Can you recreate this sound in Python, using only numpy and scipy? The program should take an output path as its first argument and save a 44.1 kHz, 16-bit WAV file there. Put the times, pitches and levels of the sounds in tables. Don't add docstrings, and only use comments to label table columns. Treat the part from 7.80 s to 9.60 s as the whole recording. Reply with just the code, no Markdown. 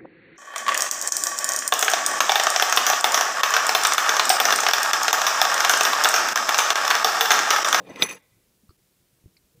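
import sys
import numpy as np
from scipy import signal
from scipy.fft import rfft, irfft
from scipy.io import wavfile
from scipy.ndimage import uniform_filter1d

SR = 44100
rng = np.random.default_rng(int(sys.argv[2]) if len(sys.argv) > 2 else 0)


def wav_out(sig):
    wavfile.write(sys.argv[1], SR, np.round(np.clip(np.atleast_2d(sig).T, -1, 1) * 32767).astype(np.int16))


def how_loud(loudness_db):
    steps = np.asarray(loudness_db, float) / 20
    return 10 ** steps


N = 79380

# t/s, clack level/dB, clack centre f/Hz, brass level/dB, table level/dB
KNOCK_EVENTS = [(.001, -59.5, 1000, -71, -29.5), (.046, -45.5, 3420, -58, -62.5),
                (.064, -46, 3260, -59.5, -53), (.096, -48.5, 2000, -38, -38.5),
                (.119, -45.5, 2400, -56, -48.5), (.155, -39, 2500, -40, -32.5),
                (.159, -20.5, 2300, -42, -37.5), (0.1627, -27, 2300, -50, -44.5),
                (.193, -38.5, 2000, -52.5, -42), (0.2036, -42, 4500, -28.5, -47),
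                (.2185, -23, 2800, -49.5, -47.5), (0.219, -13.5, 2800, -51.5, -45.5),
                (0.2226, 0.5, 3530, -27, -15), (0.2234, 2.5, 3600, -30, -42.5),
                (0.2258, -11.5, 2212, -36.5, -25.5), (.230, -17, 3000, -21, -34),
                (.235, -22.5, 1900, -20, -35), (.249, -31, 2570, -42, -44), (.261, -21.5, 1700, -20.5, -43),
                (.290, -17.5, 2400, -18.5, -44.5), (.310, -16.5, 2400, -21.5, -40),
                (.326, -23, 1500, -24.5, -30.5), (.346, -57, 3600, -28, -68)]
# f/Hz, level/dB, t60/s
BRASS_MODES = [(6040, -8, .09), (6127, -7.5, .08), (6560, -19, 0.074), (7200, -17.5, 0.041),
               (7870, -15, 0.1), (8670, -23.5, .03), (9500, -25, .03), (10300, -20.5, .03),
               (10650, -9.5, .09), (11050, -9.5, .035), (13800, -17.5, .03), (14000, -14.5, .03),
               (14300, -12, .035), (14700, -14, .025)]
# f/Hz, level/dB, t60/s
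CLACK_MODES = [(900, -10.5, 0.077), (1060, -4, 0.048), (1320, -5.5, 0.027), (1687, -10, 0.051),
               (1835, -9, 0.027), (2005, -5, 0.035), (2410, -4, .03), (2486, -2.5, .03), (2810, -8, .025),
               (3044, -10, 0.0093), (3414, -4.5, 0.009), (3660, -4.5, .02), (4360, -7, .016),
               (4940, -6.5, .012)]
# f/Hz, level/dB, t60/s
TABLE_MODES = [(190, -10, 0.13), (302.2, -3, 0.06), (360, -9, .05), (485.7, -0.5, 0.0703), (600, -5.5, .04),
               (755, -17, .025), (900, -7.5, .03)]
# t/s, metal effort level/dB, table drag level/dB
STIR_CURVE = [(0, -71, -41), (0.042, -67, -53.5), (.098, -51, -38), (.112, -52, -46), (.148, -58, -46),
              (.215, -37, -41.5), (0.224, -27, -38), (0.247, -36.5, -41), (0.282, -47.5, -50),
              (0.297, -38, -50), (.332, -42, -49), (0.339, -48, -53.5), (.378, -56, -59), (0.385, -75, -75)]
# t/s, peak level/dB, f/Hz, t60/s
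BODY_BUMPS = [(.52, -54.5, 112.4, 0.098), (0.566, -53.5, 105.7, 0.06), (.833, -50, 210.4, 0.087),
              (.8915, -36.5, 85, .04), (.906, -43, 348, 0.028), (1.015, -60.5, 130, 0.074),
              (1.329, -55, 126, 0.056), (1.44, -45, 120, .05), (1.458, -33, 97, 0.04),
              (1.459, -39, 336, 0.018), (1.474, -46, 174.1, 0.042), (1.642, -62, 55.7, 0.1),
              (1.745, -51, 150.8, .06), (1.75, -61.5, 472.4, 0.21), (1.775, -53, 130.3, .12)]
# t/s, peak level/dB, f/Hz, t60/s
CASING_TICKS = [
    (.893, -52, 1180, 0.052),
    (.894, -51, 4350, .02),
    (.905, -58, 1173, 0.057),
    (.906, -56, 4280, 0.038),
    (1.567, -52, 2140, 0.031),
    (1.5685, -44, 4500, 0.014),
    (1.5683, -52.5, 4050, 0.05),
]
# f/Hz, density level/dB
HISS_SPECTRUM = [(18, -38.5), (30, -6.5), (192, -2), (214, -8), (351, -8), (592, -14.5), (675, -18.5),
                 (1030, -20.5), (15600, -20.5)]
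# t/s, depth level/dB
HISS_DIPS = [
    (.417, -11),
    (0.971, -6),
    (1.758, -3.5),
]

CONTACT_RISE_S, THUD_RISE_S = .0001, .0004
MIC_NOTCH = signal.iirnotch(12400, 12400 / 1400, fs=SR)


def knocks():
    chatter_db, chatter_per_db, chatter_decay_s, chatter_share = -14, .4, .004, .12
    snap_db, snap_per_db, snap_t60_s = 5.5, .35, .0042
    crack_db, crack_decay_s, crack_top_hz = -16.5, .002, 4500
    out = np.zeros(N)
    chance = rng.standard_normal((len(KNOCK_EVENTS), 5, 800))
    dice = rng.random((len(KNOCK_EVENTS), 800))
    t = np.arange(800) / SR
    crack_filter = signal.butter(2, crack_top_hz, fs=SR)
    for (s, clack_db, hz, brass_db, table_db), c, d in zip(KNOCK_EVENTS, chance, dice):
        rebounds = (d < chatter_share) * c[4] * np.exp(-t / chatter_decay_s)
        chatter = how_loud(chatter_db - chatter_per_db * clack_db) * rebounds
        chatter[0] = 1
        chatter = chatter / np.sqrt(np.sum(chatter ** 2))

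        clack = strike(focus(CLACK_MODES, hz, 7.5), c[0], CONTACT_RISE_S)
        snap = how_loud(snap_db + snap_per_db * clack_db) * rise(ring(hz, snap_t60_s), CONTACT_RISE_S)
        brass = how_loud(brass_db) * strike(BRASS_MODES, c[1], CONTACT_RISE_S)
        metal = how_loud(clack_db) / 2 * (clack + snap) + brass
        thud = how_loud(table_db) * strike(TABLE_MODES, c[2], THUD_RISE_S)
        crack = signal.lfilter(*crack_filter, c[3]) * np.exp(-t / crack_decay_s)

        add(out, s, signal.fftconvolve(metal, chatter))
        add(out, s, thud)
        add(out, s, how_loud(clack_db + crack_db) * crack)
    return out


def rattle():
    hits_per_s, hit_spread_db = 4500, 1.5
    grit_db, grit_top_hz = -7, 4500
    clack_db, brass_db, table_db = 4, -3.5, 2
    damp, table_damp = .8, .8 * .55
    wander_db, wander_s = 5, .018
    brass_exponent, full_effort_db = .43, -35.5

    t = np.arange(N) / SR
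    curve = np.array(STIR_CURVE).T
    effort, drag = (how_loud(np.interp(t, curve[0], db, right=-120)) for db in curve[1:])
    struck = rng.random(N) < hits_per_s / SR
    hits = unit(struck * how_loud(hit_spread_db * rng.exponential(size=N)))
    grit = effort * hits * rng.standard_normal(N)
    out = how_loud(grit_db) * signal.lfilter(*signal.butter(1, grit_top_hz, fs=SR), grit)

    jingle = effort * (effort / how_loud(full_effort_db)) ** brass_exponent
    clack_modes = focus(CLACK_MODES, 2000, 5)
    bodies = ((clack_modes, clack_db, effort, damp),
              (BRASS_MODES, brass_db, jingle, damp),
              (TABLE_MODES, table_db, drag, table_damp))
    for modes, body_db, push, t60_factor in bodies:
        shapes = [how_loud(db) * ring(hz, t60 * t60_factor, .15) for hz, db, t60 in modes]
        norm = np.sqrt(sum(np.sum(h ** 2) for h in shapes))
        for h in shapes:
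            sway = unit(how_loud(wander_db * wander(wander_s)))
            drive = push * hits * rng.standard_normal(N) * sway
            out = out + how_loud(body_db) / norm * signal.fftconvolve(drive, h)[:N]
    return out


def room(x):
    t60_s, ring_hz, ring_width_hz = .85, 2070, 300
    broad_db, broad_top_hz, wet_db = 5, 1700, -37
    t = np.arange(int(.6 * SR)) / SR
    band = signal.iirpeak(ring_hz, ring_hz / ring_width_hz, fs=SR)
    noise = rng.standard_normal((2, len(t)))
    mids = unit(signal.lfilter(*band, signal.lfilter(*band, noise[0])))
    broad = unit(signal.lfilter(*signal.butter(2, broad_top_hz, fs=SR), noise[1]))
    air = mids + how_loud(broad_db) * broad
    tail = rise(air * np.exp(-np.log(1000) * t / t60_s), .0061)
    return how_loud(wet_db) * signal.fftconvolve(x, tail / np.sqrt(np.sum(tail ** 2)))[:N]


def bumps():
    out = np.zeros(N)
    for s, db, hz, t60 in BODY_BUMPS:
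        add(out, s, -how_loud(db) * rise(ring(hz, t60), .0017))
    for s, db, hz, t60 in CASING_TICKS:
        partials = sum(ring(hz * k, t60) for k in (1, 1.05, 1.11)) / 2
        add(out, s, how_loud(db) * rise(partials, .00038))
    return out


def hiss():
    level_db, rumble_top_hz, flicker_db, flicker_s, dip_s = -65.5, 700, 1.5, 1 / 40, .0049
    f = np.maximum(np.arange(N // 2 + 1) * SR / N, 1)
    hz, db = np.array(HISS_SPECTRUM).T
    shape = how_loud(np.interp(np.log(f), np.log(hz), db))
    low = 1 / (1 + (f / rumble_top_hz) ** 4)
    rumble, top = (irfft(rfft(rng.standard_normal(N)) * shape * np.sqrt(w), N) for w in (low, 1 - low))
    t = np.arange(N) / SR
    dip_db = sum(depth * np.exp(-((t - s) / dip_s) ** 2) for s, depth in HISS_DIPS)
    flicker = unit(how_loud(flicker_db * wander(flicker_s)))
    return how_loud(level_db) * unit(rumble * flicker + top * how_loud(dip_db))


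def strike(modes, chance, rise_s):
    scatter_db, detune = 2.2, .006
    hz, db, t60 = np.array(modes, float).T
    k = len(hz)
    x = how_loud(db + scatter_db * chance[:k]) @ ring(hz * (1 + detune * chance[k:2 * k]), t60)
    return rise(x / np.abs(x).max(), rise_s)


def focus(modes, hz, db_per_oct2):
    return [(f, db - db_per_oct2 * np.log2(f / hz) ** 2, t60) for f, db, t60 in modes]


def ring(hz, t60, length_s=.3):
    t = np.arange(int(length_s * SR)) / SR
    decay = np.exp(-np.log(1000) * np.multiply.outer(1 / np.asarray(t60), t))
    return np.sin(2 * np.pi * np.multiply.outer(hz, t)) * decay


def rise(x, seconds):
    return x * (1 - np.exp(-np.arange(len(x)) / SR / seconds))


def wander(seconds):
    k = int(SR * seconds)
    return unit(uniform_filter1d(uniform_filter1d(rng.standard_normal(N), k), k))


def unit(x):
    return x / np.sqrt(np.mean(x ** 2))


def add(out, s, x):
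    i = int(max(s, 0) * SR)
    out[i:i + len(x)] += x[:len(out) - i]


def scene():
    no_bass = signal.butter(3, 120, "high", fs=SR, output="sos")
    heap = signal.sosfilt(no_bass, knocks() + rattle())
    heap = heap + room(heap)
    heap = signal.lfilter(*MIC_NOTCH, signal.lfilter(*MIC_NOTCH, heap))
    return (heap + bumps() + hiss())[None]


def roll_off(x):
    return signal.sosfilt(signal.butter(12, 16110, fs=SR, output="sos"), x)


def record(dry):
    crowded_from_hz, crowded_db, crowded_s = 5000, -60, .025
    ceiling, top_hz = .97, 15550
    treble = signal.lfilter(*signal.butter(2, crowded_from_hz, "high", fs=SR), dry)
    busy = uniform_filter1d(np.abs(treble), int(crowded_s * SR)) / how_loud(crowded_db)
    crowded = np.clip(busy, 0, 1) ** 3
    notched = signal.filtfilt(*MIC_NOTCH, dry)
    limited = np.clip(dry + crowded * (notched - dry), -ceiling, ceiling)
    cut = signal.sosfilt(signal.ellip(8, .2, 60, top_hz, fs=SR, output="sos"), limited)
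    return roll_off(cut)


dry = scene()
out = record(dry)
wav_out(out)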